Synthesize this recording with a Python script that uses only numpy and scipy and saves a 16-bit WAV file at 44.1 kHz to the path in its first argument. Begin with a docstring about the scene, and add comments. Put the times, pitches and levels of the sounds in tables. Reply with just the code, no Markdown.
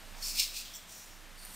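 """Coarse salt crumbles between fingers, over fish in a ceramic dish, close up in a quiet kitchen.
Each rub is a dense run of tiny crystal slips. One lump crunches, a few grains tick down, the salt
squeaks faintly between the fingertips and a late crystal splits; hand and sleeve rustle softly.
The room answers briefly, over steady room noise, faint appliance tones and a low hum.
The microphone is nearly mono: only the hum leans to the right."""
import sys
import numpy as np
from scipy import signal
from scipy.fft import rfft, irfft, next_fast_len
from scipy.io import wavfile
from scipy.ndimage import map_coordinates

SR = 44100
rng = np.random.default_rng(int(sys.argv[2]) if len(sys.argv) > 2 else 0)


def wrap_up_sound(samples):
    """Save the sound to the file named by the first command line argument, as 16-bit audio."""
    columns = np.atleast_2d(samples).T
    # keep every value between -1 and 1, then stretch to whole-number steps
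    tamed = np.clip(columns, -1, 1)
    steps = np.round(tamed * 32767).astype(np.int16)
    wavfile.write(sys.argv[1], SR, steps)


N = 68355

# Colour of the room noise. Each row: frequency in Hz, gain in dB.
AIR_COLOUR = [(20, -16), (45, -2.5), (70, 2), (135, -7), (175, -5), (300, -3), (390, -8), (550, -4.5),
              (1800, -3.5), (3500, -6.5), (7000, -12), (13000, -13.5), (16000, -30.5)]
# Course of the room noise. Each row: time in seconds, level in dB.
AIR_LEVELS = [(0, -52.5), (.2, -51.5), (.55, -55), (1.15, -54.5), (1.35, -54), (1.5, -54)]
# Course of the deep hum. Each row: time in seconds, level in dB.
HUM_LEVELS = [(0.0, -58), (0.068, -51), (0.28, -46), (1.004, -65.5), (1.096, -55.5), (1.498, -53),
              (1.55, -63)]
# Faint appliance tones. Each row: pitch in Hz, level in dB.
APPLIANCE_TONES = [(99, -73), (173, -72.5), (221, -75.5)]
# The kitchen's decay. Each row: frequency in Hz, seconds to fall 60 dB.
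KITCHEN_T60 = [(500, 0.27), (3000, 0.54), (6000, 0.32), (15000, 0.4)]
# A notch in the microphone. Each row: frequency in Hz, gain in dB.
MIC_NOTCH = [(9700, 0), (10400, -4), (11050, -12.5), (11700, -4), (12400, 0.5)]
# Hand and sleeve moving. Each row: start, rise, hold and fall in seconds, relative level in dB,
# centre in Hz. In all tables, a fall is the time to drop 20 dB.
HAND_RUSTLES = [(.06, .02, .06, .06, -62, 170), (.14, .025, .04, .1, -61, 800),
                (.29, .03, .05, .03, -62, 220), (1.42, .02, .03, .06, -62, 1600),
                (1.42, .02, .08, .06, -66, 200), (1.495, .008, .03, .1, -59, 950)]
# Salt squeaking. Each row: start and hold in seconds, relative level in dB, pitch in Hz.
SALT_SQUEAKS = [(.221, 0.0078, -40, 4490), (.222, 0.028, -40.5, 5300), (0.885, .14, -59, 5730),
                (1.101, .05, -63.5, 5570), (1.376, 0.037, -59, 4510), (1.42, .008, -48.5, 4450),
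                (1.449, .018, -61, 4470)]
# A squeak's resonances. Each row: multiple of the pitch, gain in dB.
SQUEAK_RINGS = [(1, 4.5), (2.08, -10.5), (2.8, -12.5)]
# Grains landing. Each row: start in seconds, relative level in dB, main pitch in Hz.
GRAIN_DROPS = [(0.736, -44, 5800), (0.7389, -44.5, 5550), (0.747, -43, 7700), (.751, -42, 7970),
               (.758, -44.5, 7400), (.766, -43, 7300), (.777, -48.5, 7600)]
# Resonances shared by all landing grains. Each row: centre and width in Hz, gain in dB.
GRAIN_RINGS = [(3340, 140, -2), (5450, 220, -1.5), (6000, 250, -1), (8600, 300, -8), (12800, 400, -13),
               (14450, 600, -4.5)]
# Cracks of a splitting crystal. Each row: start in seconds, relative level in dB.
CRYSTAL_SNAPS = [(1.448, -47), (1.4498, -36.5), (1.456, -42)]
# A lump giving way. Each row: start, rise, hold and fall in seconds, relative level in dB.
LUMP_BURSTS = [(.383, .008, .016, .028, -32.5), (.3945, .002, .006, .007, -25)]
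# Resonances of the crunching lump. Each row: centre and width in Hz, relative gain in dB.
LUMP_RINGS = [(2640, 140, -7), (4080, 48, -5), (4740, 100, 2), (5160, 110, 1), (5300, 50, 5.5),
              (6180, 60, 3)]
# Colour of rubbed salt. Each row: frequency in Hz, gain in dB.
SALT_COLOUR = [(2000, -1.5), (2650, -1), (3100, -9), (3500, -3), (4600, -0.5), (5400, -1), (6700, -4),
               (7900, -4), (9500, -7.5), (14500, -10), (16000, -9.5)]
# Rubs of the fingers. Each row: start, rise, hold and fall in seconds, relative level in dB,
# low and high band edge in Hz (finer salt is higher), ring pitch in Hz, ring gain in dB.
# A rub with a negative fall holds on to the end.
FINGER_RUBS = [(0.142, 0.062, 0.079, 8, -51, 4300, 16000, 5360, -10),
               (.208, .05, .036, 0.12, -35.5, 4250, 16000, 5270, 0),
               (0.334, 0.047, .045, .068, -32.5, 2250, 18000, 4970, 1),
               (.517, .04, .028, 0.0967, -39, 2400, 18000, 4750, -9),
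               (0.645, 0.0081, 0.018, 0.32, -49.5, 2870, 16000, 3360, 7),
               (.868, 0.029, 0.098, 0.24, -50, 5100, 17000, 6700, -5),
               (1.345, .07, .04, -9, -52.5, 8200, 13500, 9400, -2),
               (1.488, 0.038, .04, -0.5, -51, 7440, 14000, 12700, -2)]

SLIPS_PER_S, SLIP_SPREAD_DB = 8000, 3.5
COARSE_HZ, COARSE_DB = 2340, -8.5  # a few coarse crystals take part in every rub
HUM_HZ, HUM_RIGHT_DB = 28, 10.5
FOREGROUND_DB, ROOM_DB = -1.5, -6
TOP_HZ = 15680


def amp(db):
    """Decibels to amplitude."""
    return 10 ** (np.asarray(db) / 20)


def unit(x):
    """x scaled to rms 1."""
    return x / np.sqrt(np.mean(x ** 2) + 1e-20)


def along(points, hz):
    """Interpolate (Hz, value) points on a log axis."""
    freqs, values = np.transpose(points)
    return np.interp(np.log(hz + 1), np.log(freqs + 1), values)


def clock():
    """Sample times in seconds."""
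    return np.arange(N) / SR


def wobble(rate):
    """A smooth random curve, rate knots a second."""
    return map_coordinates(rng.standard_normal(256), [clock() * rate], mode="wrap")


def filtered(x, gain, size=4096):
    """x through the causal filter with this gain over frequency."""
    hz = np.fft.rfftfreq(size, 1 / SR)
    cepstrum = irfft(np.log(np.maximum(gain(hz), 1e-6)))
    cepstrum[1:size // 2] *= 2  # fold to minimum phase
    cepstrum[size // 2 + 1:] = 0
    response = irfft(np.exp(rfft(cepstrum)))
    return signal.oaconvolve(x, response)[:N]


def resonances(table, hz):
    """Gain of a set of resonances, added in power."""
    modes = (amp(db) * hz * width / (centre ** 2 - hz ** 2 + 1j * hz * width)
             for centre, width, db in table)
    return np.sqrt(sum(np.abs(mode) ** 2 for mode in modes))


def above(low_hz, hz, order=10):
    """Gain of a steep high-pass."""
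    return 1 / np.sqrt(1 + (low_hz / (hz + 1)) ** (2 * order))


def envelope(start, rise, hold, fall):
    """Straight rise, hold, then 20 dB down in each fall time."""
    t = clock() - start
    decades = np.clip((t - rise - hold) / fall, 0, 10)
    return np.clip(t / rise, 0, 1) * 10 ** -decades


def slips(count):
    """Tiny impulses of random time and size, rms 1."""
    sizes = amp(SLIP_SPREAD_DB * np.clip(rng.standard_normal(count), -2, 2))
    signs = rng.choice([-1, 1], count)
    slipping = rng.random(count) < SLIPS_PER_S / SR
    return unit(sizes * signs * slipping)


def crackle(force, gain, size=20000):
    """Slips for at most size samples once the force sets in, ringing with a colour of unit power."""
    gain_rms = np.sqrt(np.mean(gain(np.linspace(0, SR / 2, 2048)) ** 2))
    start = np.argmax(force > 0)
    push = force[start:start + size]
    ring = filtered(push * slips(size)[:len(push)], gain) / gain_rms
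    return np.pad(ring, (start, N))[:N]


def room_tone():
    """Room noise, faint wavering appliance tones and a deep hum, stronger on the right."""
    t = clock()
    air = unit(filtered(rng.standard_normal(N), lambda hz: amp(along(AIR_COLOUR, hz))))
    air *= amp(np.interp(t, *np.transpose(AIR_LEVELS)))
    appliances = sum(amp(db) * unit(np.sin(2 * np.pi * hz * t + 0.78 * wobble(rate=8.3)))
                     for hz, db in APPLIANCE_TONES)
    hum = unit(np.sin(2 * np.pi * HUM_HZ * t + 0.3 * wobble(rate=2.9)))
    hum *= amp(np.interp(t, *np.transpose(HUM_LEVELS)))
    sides = np.array([[1], [amp(HUM_RIGHT_DB)]])
    return air + appliances + hum * sides / sides.mean()


def kitchen(x):
    """The room's answer: a short diffuse tail that lasts longest near 3 kHz."""
    hz, t, noise = signal.stft(rng.standard_normal(SR // 2), SR, nperseg=256)
    decay = amp(-60 * t / along(KITCHEN_T60, hz)[:, None])
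    tail = signal.istft(noise * decay, SR, nperseg=256)[1]
    return signal.fftconvolve(x, tail / np.linalg.norm(tail))[:N]


def hand(relative_width=0.6):
    """Dull brushing as hand and sleeve move over the dish."""
    return sum(crackle(amp(db) * envelope(*timing),
                       lambda hz: resonances([(centre, relative_width * centre, 0)], hz) ** 2)
               for *timing, db, centre in HAND_RUSTLES)


def squeaks(width_hz=107):
    """Between the fingertips, a grain dragged over another rings at one pitch with weak overtones."""
    sound = np.zeros(N)
    for start, hold, db, pitch in SALT_SQUEAKS:
        force = amp(db) * envelope(start, rise=0.0027, hold=hold, fall=0.022)
        rings = [(pitch * ratio, width_hz * ratio, ring_db) for ratio, ring_db in SQUEAK_RINGS]
        sound += crackle(force, lambda hz: resonances(rings, hz))
    return sound


def falling_grains(width_hz=350, ring_db=3, low_hz=2900):
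    """A few grains land and tinkle, each with its own main pitch."""
    sound = np.zeros(N)
    for start, db, pitch in GRAIN_DROPS:
        force = amp(db) * envelope(start, rise=0.00042, hold=0.0018, fall=0.013)
        rings = GRAIN_RINGS + [(pitch, width_hz, ring_db)]
        sound += crackle(force, lambda hz: above(low_hz, hz) * resonances(rings, hz))
    return sound


def grinding_salt(force, low_hz, high_hz, rings):
    """Crystals grinding on each other; their sizes set the band of pitches."""
    def colour(hz):
        fine = above(low_hz, hz, order=12)
        coarse = amp(COARSE_DB) * above(COARSE_HZ, hz)
        band = np.maximum(fine, coarse) / np.hypot(1, (hz / high_hz) ** 10)
        return band * np.hypot(amp(along(SALT_COLOUR, hz)), resonances(rings, hz))
    return crackle(force, colour)


def splitting_crystal():
    """One of the last crystals splits in a quick cluster of bright clicks."""
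    force = sum(amp(db) * envelope(start, rise=0.00023, hold=0.00086, fall=0.003)
                for start, db in CRYSTAL_SNAPS)
    return grinding_salt(force, low_hz=7600, high_hz=14000, rings=[(9700, 1700, 2.4), (12500, 1200, 0)])


def lump(ring_boost_db=3):
    """A lump cracks, then gives way with a loud crunch."""
    force = sum(amp(db) * envelope(*timing) for *timing, db in LUMP_BURSTS)
    rings = [(centre, width, db + ring_boost_db) for centre, width, db in LUMP_RINGS]
    return grinding_salt(force, low_hz=2390, high_hz=SR / 2, rings=rings)


def rubs(grip_spread_db=0.97, ring_width_hz=470):
    """The fingers press the salt unevenly, and each rub rings a little at its own pitch."""
    grip = amp(grip_spread_db * wobble(rate=108.9))
    sound = np.zeros(N)
    for *timing, db, low_hz, high_hz, ring_hz, ring_db in FINGER_RUBS:
        force = amp(db) * grip * envelope(*timing)
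        sound += grinding_salt(force, low_hz, high_hz, [(ring_hz, ring_width_hz, ring_db)])
    return sound


def scene():
    """Salt and hand near the microphone, the kitchen around them, room tone behind."""
    near = rubs() + lump() + falling_grains() + squeaks() + splitting_crystal() + hand()
    return amp(FOREGROUND_DB) * (near + amp(ROOM_DB) * kitchen(near)) + room_tone()


def record(dry):
    """The microphone dips near 11 kHz, and everything above TOP_HZ is cut."""
    notched = np.array([filtered(channel, lambda hz: amp(along(MIC_NOTCH, hz))) for channel in dry])
    size = next_fast_len(N + SR // 10)
    passband = np.fft.rfftfreq(size, 1 / SR) < TOP_HZ
    return irfft(rfft(notched, size) * passband, size)[:, :N]


dry = scene()
out = record(dry)
wrap_up_sound(out)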